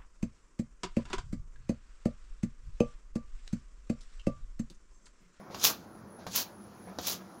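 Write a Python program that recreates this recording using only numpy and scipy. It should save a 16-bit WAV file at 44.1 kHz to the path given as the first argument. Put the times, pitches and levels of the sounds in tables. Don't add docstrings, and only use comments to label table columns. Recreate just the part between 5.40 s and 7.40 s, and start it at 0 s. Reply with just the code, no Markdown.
import sys
import numpy as np
from scipy import signal
from scipy.io import wavfile
from scipy.ndimage import uniform_filter1d

SR = 44100
rng = np.random.default_rng(int(sys.argv[2]) if len(sys.argv) > 2 else 0)


def dump_mix(stems):
    frames = np.atleast_2d(stems).T
    limited = np.clip(frames, -1, 1)
    pcm = np.round(limited * 32767).astype(np.int16)
    wavfile.write(sys.argv[1], SR, pcm)


def how_loud(loudness_db):
    steps = np.asarray(loudness_db, float) / 20
    return 10 ** steps


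N = 88200

# f/Hz, relative level/dB
STRAND_SPECTRUM = [(60, -41), (100, -5), (350, -5), (800, -4), (1300, -5.5), (1900, -12.5), (2800, -8),
                   (4000, -4), (6500, -3), (7300, -7.5), (8000, -16), (9000, -17), (10200, -7.5),
                   (12300, -2), (15800, 0.5)]
BODY_HZ, TREBLE_HZ = 1900, 9000


def evened(x):
    return x / np.sqrt(np.mean(x ** 2) + 1e-20)


def read(points, hz):
    f, value = np.transpose(points)
    return np.interp(np.log(hz + 1), np.log(f + 1), value)


def add(mix, start_s, sound):
    at = round(start_s * SR)
    sound = sound[max(-at, 0):]
    part = mix[max(at, 0):][:len(sound)]
    part += sound[:len(part)]


def colour(x, points):
    gain_db = np.maximum(read(points, np.abs(np.fft.fftfreq(4096, 1 / SR))), -70)
    log_gain = np.log(how_loud(gain_db))
    phase = -signal.hilbert(log_gain).imag
    taps = np.fft.ifft(np.exp(log_gain + 1j * phase)).real[:2048]
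    return signal.oaconvolve(x, taps / np.linalg.norm(taps))[:len(x)]


def band(x, lo_hz, hi_hz):
    return signal.sosfilt(signal.butter(3, [lo_hz, hi_hz], "band", fs=SR, output="sos"), x)


def resonate(x, hz, width_hz):
    turn = np.exp(2j * np.pi * np.cumsum(hz * np.ones(len(x))) / SR)
    r = np.exp(-np.pi * width_hz / SR)
    return 2 * (turn * signal.lfilter([1 - r], [1, -r], x / turn + 1e-18)).real


def air():
    # f/Hz, relative level/dB
    air_spectrum = [(15, -58), (30, -34), (60, -19.5), (91, -9.5), (141, -11.5), (211, -3), (269, -10.5),
                    (486, -12.5), (1390, -16.5), (2000, -29), (2970, -39), (5820, -34.5), (7000, -38),
                    (7700, -51), (8900, -53.5), (9700, -39), (10300, -44), (11400, -38.5), (12100, -48),
                    (15800, -40)]
    # t/s, relative level/dB
    treble_drift = [(0, 0.5), (.1, 1), (.5, 2), (.75, -0.5), (1.15, 1), (1.3, 3.5), (1.55, 5), (1.85, 5.5),
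                    (2, 2.5)]
    level_db = -52.5
    frames, hz = N // 512 + 5, np.fft.rfftfreq(2048, 1 / SR)
    a, b, patches = rng.standard_normal((frames, 1025, 3)).T
    patches = uniform_filter1d(patches, size=16, axis=0)
    patches = evened(uniform_filter1d(patches, size=8, axis=1))
    drift_db = np.interp(np.arange(frames) * 512 / SR, *np.transpose(treble_drift))
    drift_db = np.outer(np.clip(hz / 1500 - 1, 0, 1), drift_db)
    z = (a + 1j * b) * how_loud(read(air_spectrum, hz)[:, None] + 1.5 * patches + drift_db)
    noise = signal.istft(z, nperseg=2048, noverlap=1536)[1][:N]
    return how_loud(level_db) * evened(noise)


def hum():
    # f/Hz, resonator width/Hz, rms level/dB
    motor_bands = [(97.7, 9.1, -67.5), (186.3, 67, -63.5), (338, 60, -61.5)]
    # t/s, f/Hz, rms level/dB
    hum_trace = [(0.0, 203.7, -48), (0.07, 206.6, -66), (0.32, 197.1, -52), (0.39, 227, -73),
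                 (0.46, 194.8, -65), (0.55, 193.6, -64), (0.57, 211.8, -59), (0.73, 213.3, -58),
                 (0.8, 173.5, -63), (0.9, 188.8, -51), (1.0, 226.3, -54), (1.06, 204.5, -67),
                 (1.1, 214, -77), (1.21, 197.6, -47.5), (1.31, 208.3, -71), (1.5, 180.7, -48.5),
                 (1.55, 205, -56), (1.77, 184.5, -52.5), (1.88, 200.2, -53.5), (1.93, 176.7, -79),
                 (1.98, 201.3, -80), (2.0, 187, -56)]
    s, hz, db = np.transpose(hum_trace)
    t = np.arange(N) / SR
    jitter_hz = 5 * evened(uniform_filter1d(rng.standard_normal(N), size=500))
    pitch_hz = np.interp(t, s, hz) + jitter_hz
    out = how_loud(np.interp(t, s, db)) * np.sqrt(2) * np.sin(2 * np.pi * np.cumsum(pitch_hz) / SR)
    for f_hz, width_hz, level_db in motor_bands:
        fuzz = resonate(rng.standard_normal(N), f_hz, width_hz)
        out += how_loud(level_db) * evened(resonate(fuzz, f_hz, width_hz))
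    return out


def wing_resonance(drive, hz, width_hz):
    for _ in range(3):
        drive = resonate(drive, hz, width_hz)
    return evened(drive)


def insect():
    # start/s, length/s, nominal level/dB, upper f/Hz that the glide approaches
    chirps = [(-.15, 0.23, -75, 10750), (0.459, 0.17, -69, 10230), (0.667, 0.152, -64, 10340),
              (0.835, 0.086, -68, 10260), (1.073, 0.237, -65, 10330), (1.337, 0.19, -65.5, 10320),
              (1.882, 0.22, -66, 10400)]
    teeth_per_s, gate_depth, whistle_amp = 105, 0.8, 0.12
    wing_width_hz = 420
    under_offset_hz, under_db = 290, -3
    glide, glide_share = 0.00596, 0.356
    join_at, peak_at = 0.22, 0.71
    swell_db, fade_db = -5, -12.5
    out = np.zeros(N)
    noises = rng.standard_normal((len(chirps), 2, SR // 2))
    for (s, length_s, db, hz), noise in zip(chirps, noises):
        t = np.arange(0, length_s, 1 / SR)
        u = t / length_s
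        pitch_hz = hz * (1 - glide * np.exp(-u / glide_share))
        tone = whistle_amp * np.sin(2 * np.pi * np.cumsum(pitch_hz) / SR)
        pulses = 1 - gate_depth * np.cos(2 * np.pi * teeth_per_s * t)
        upper = wing_resonance((noise[0, :len(t)] + tone) * pulses, pitch_hz, wing_width_hz)
        under = wing_resonance(noise[1, :len(t)], pitch_hz - under_offset_hz, wing_width_hz * 1.1)
        wing = upper * np.clip((u - join_at) / 0.2 + 0.5, 0, 1) + how_loud(under_db) * under
        edge = np.minimum(np.minimum(t / 0.0097, (length_s - t) / 0.017), 1)
        shape_db = np.interp(u, [0, peak_at, 1], [swell_db, 0, fade_db])
        add(out, s, edge * how_loud(db + shape_db) * wing)
    return out


def room(x):
    # f/Hz, T60/s
    room_t60 = [(300, 0.26), (2000, 0.24), (8000, 0.13), (15000, 0.19)]
    level_db = -9
    taps, slots = np.zeros(SR // 2), np.arange(150, SR // 2 - 20, 20)
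    taps[slots + rng.integers(0, 20, len(slots))] = rng.choice([-1., 1.], len(slots))
    hz, t, z = signal.stft(taps, SR, nperseg=256)
    tail = signal.istft(z * how_loud(-60 * t / read(room_t60, hz)[:, None]), SR, nperseg=256)[1]
    return how_loud(level_db) * signal.fftconvolve(x, tail / np.linalg.norm(tail))[:N]


def lifts():
    # start/s, length/s, rise/s, low rustle/dB, high rustle/dB, nominal bump level/dB
    swings = [(-.06, 0.24, .02, -56, -77, -74), (0.1, 0.077, 0.064, -43.5, -46, -37),
              (0.785, 0.11, 0.01, -64, -62, -40), (1.467, 0.088, 0.014, -49.5, -70, -39)]
    # f/Hz, relative level/dB
    rustle_spectrum = [(120, -58), (200, 14), (1610, -16), (2300, -16), (2830, -27.5), (4080, -21.5),
                       (6690, -26), (8330, -48.5), (10400, -34.5), (15800, -45)]
    split_hz, fall_s, fade_db = 2600, 0.067, -3.5
    bump_hz, bump_t60_s, bump_lag_s = 486, 0.038, 0.0019
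    low, high, bumps, t = np.zeros(N), np.zeros(N), np.zeros(N), np.arange(3000) / SR
    noises = rng.standard_normal((len(swings), len(t)))
    for (s, length_s, rise_s, low_db, high_db, bump_db), noise in zip(swings, noises):
        u = np.arange(0, length_s, 1 / SR)
        shape = np.minimum(u / rise_s, 1) * np.minimum((length_s - u) / fall_s, 1)
        shape = shape * how_loud(fade_db * u / length_s)
        add(low, s, shape * how_loud(low_db))
        add(high, s, shape * how_loud(high_db))
        burst = noise * np.minimum(t / 0.01, 1) * how_loud(bump_db - 60 * t / bump_t60_s)
        bump = band(burst, bump_hz / 2, bump_hz * 1.73)
        add(bumps, s + bump_lag_s, bump * np.sqrt(SR / (3 * bump_hz)))
    rustle = colour(rng.standard_normal(N), rustle_spectrum)
    low_rustle = evened(band(rustle, 536, split_hz))
    high_rustle = evened(band(rustle, split_hz, 18700))
    return low * low_rustle + high * high_rustle + bumps


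def knocks():
    # t/s, initial envelope level/dB, f/Hz
    rings = [(.1025, -29, 626), (.1466, -28.5, 1030), (.7875, -42, 530), (.8663, -24, 541.4),
             (1.4735, -34, 447), (1.498, -50, 1090), (.553, -36, 750), (1.4875, -34.5, 818),
             (1.5868, -28, 600), (1.5871, -28, 1280), (1.5945, -39, 940)]
    t60_s = 0.0047
    out, t = np.zeros(N), np.arange(1500) / SR
    for s, db, hz in rings:
        add(out, s, how_loud(db - 60 * t / t60_s) * np.sin(2 * np.pi * hz * t))
    return out


def smacks():
    # t/s, click drive level/dB, puff and thump against it/dB
    landings = [(0.1459, -36.5, -2, -4.5), (0.8668, -34.5, -4.5, -2), (1.5871, -24.5, -12, -10)]
    # f/Hz, relative level/dB
    smack_spectrum = [(35, -62), (60, 1.5), (618, 1.5), (1330, -12.5), (1750, -23.5), (2750, -8.5),
                      (4180, -3), (6990, -8.5), (8220, -27.5), (11100, -20.5), (15800, -20.5)]
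    puff_t60_s, puff_lead_s, thump_t60_s = 0.1, 0.002, 0.051
    sharp, low, t = np.zeros(N), np.zeros(N), np.arange(8000) / SR
    noises = rng.standard_normal((len(landings), len(t)))
    for (s, db, puff_db, thump_db), noise in zip(landings, noises):
        add(sharp, s, how_loud(db) * 3 * (t == 0))
        swell = np.minimum(t / puff_lead_s, 1) ** 2
        add(sharp, s - puff_lead_s, noise * swell * how_loud(db + puff_db - 60 * t / puff_t60_s))
        thump = evened(band(noise[::-1], 146, 1440)) * np.minimum(t / 0.0007, 1)
        add(low, s, thump * how_loud(db + thump_db - 60 * t / thump_t60_s))
    return colour(sharp, smack_spectrum) + low


def cracks():
    # t/s, drive level/dB, treble against it/dB
    snaps = [(.2411, -10.5, -3.5), (0.2464, -7, 0), (0.2476, -18, -8), (0.252, -10, 0), (0.2724, -11.5, -5),
             (0.305, -33, 6), (0.9608, -12.5, 2.5), (.9657, -24, 3), (.9685, -31, 4), (1.6155, -39, 1),
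             (1.668, -37, 4), (1.6839, -40, -4), (1.6982, -20.5, 1.5), (1.7122, -34, 0), (1.732, -28, -3)]
    t60_s = 0.0035
    low, high, t = np.zeros(N), np.zeros(N), np.arange(600) / SR
    bursts = rng.standard_normal((len(snaps), len(t)))
    for (s, db, treble_db), burst in zip(snaps, bursts):
        snap = (np.clip(burst, -1.5, 1.5) + 3 * (t == 0)) * how_loud(db - 60 * t / t60_s)
        add(low, s, snap)
        add(high, s, snap * how_loud(treble_db))
    return colour(band(low, 550, TREBLE_HZ) + band(high, TREBLE_HZ, 17930), STRAND_SPECTRUM)


def spatter_hiss():
    drops_per_s, drop_spread_db, drop_decay_s, drop_share = 1500, 5.5, 0.0003, 0.2
    size = how_loud(drop_spread_db * np.minimum(rng.exponential(1, N), 3))
    hits = size * (rng.random(N) < drops_per_s / SR)
    drops = signal.lfilter([1], [1, -np.exp(-1 / (drop_decay_s * SR))], hits)
    power = 1 - drop_share + drop_share * evened(drops) ** 2
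    return colour(rng.standard_normal(N) * np.sqrt(power), STRAND_SPECTRUM)


def swishes():
    # t/s, main band level/dB, treble against it/dB, body against it/dB
    strokes = [
        [(.165, -59.5, -2, 10), (.2, -45.5, -12, -12.5), (.227, -38, -11, -8), (.237, -31, -4, -20),
         (.241, -24, -4, -16), (.258, -24.5, 1, -17), (.275, -26.5, -2.5, -12), (.285, -32, -1.5, -10.5),
         (.311, -40.5, 2, 1.5), (.361, -61, -13, -16), (.45, -70, -8, 1)],
        [(.885, -55, -12, 4.5), (.9, -57.5, -10, -10), (.92, -46.5, -7, -35), (.943, -42, -19, -10),
         (.953, -33.5, -4, -7), (.961, -31.5, 5.5, -30), (.975, -30, -1, -14), (1.019, -38.5, 1, -7),
         (1.059, -62.5, -11, -25), (1.13, -73, -1, 5)],
        [(1.605, -55, -11, -14), (1.621, -50, -5, -17), (1.649, -41.5, -10, -4.5), (1.664, -38.5, -6, -17),
         (1.673, -29, 4, -17), (1.678, -35, -2, -6), (1.684, -28.5, 0, -10), (1.694, -41, 1, -12),
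         (1.703, -37.5, 1, -5), (1.709, -34.5, -6, -14.5), (1.715, -36, -1, -12), (1.731, -37.5, -1, -6.5),
         (1.759, -50.5, -6, -16), (1.82, -76.5, -15, 24.5)],
    ]
    clump_db, clump_s = 1.3, 0.0015
    hiss = spatter_hiss()
    limits_hz = [(BODY_HZ, TREBLE_HZ), (TREBLE_HZ, 20000), (40, BODY_HZ)]
    parts = [evened(band(hiss, *hz)) for hz in limits_hz]
    clumps = uniform_filter1d(rng.standard_normal((3, N)), size=round(clump_s * SR), axis=1)
    parts = parts * how_loud(clump_db * evened(clumps + clumps[0]))
    t, out = np.arange(N) / SR, np.zeros(N)
    for stroke in strokes:
        s, db, treble_db, body_db = np.transpose(stroke)
        s = np.r_[s[0] - 0.02, s, s[-1] + 0.03]
        for part, level_db in zip(parts, (db, db + treble_db, db + body_db)):
            level_db = np.r_[-85, level_db, -100]
            out += part * how_loud(np.interp(t, s, level_db, -200, -200))
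    return out


def scene():
    cloth = swishes() + cracks() + smacks() + knocks() + lifts()
    return (cloth + room(cloth) + air() + hum() + insect())[None]


def top_cut(x):
    return signal.sosfilt(signal.butter(12, 16630, fs=SR, output="sos"), x)


def record(dry):
    lowpass = signal.firwin(511, 15850, window=("kaiser", 9), fs=SR)
    finished = signal.oaconvolve(dry, lowpass[None], "same")
    return top_cut(finished)


dry = scene()
out = record(dry)
dump_mix(out)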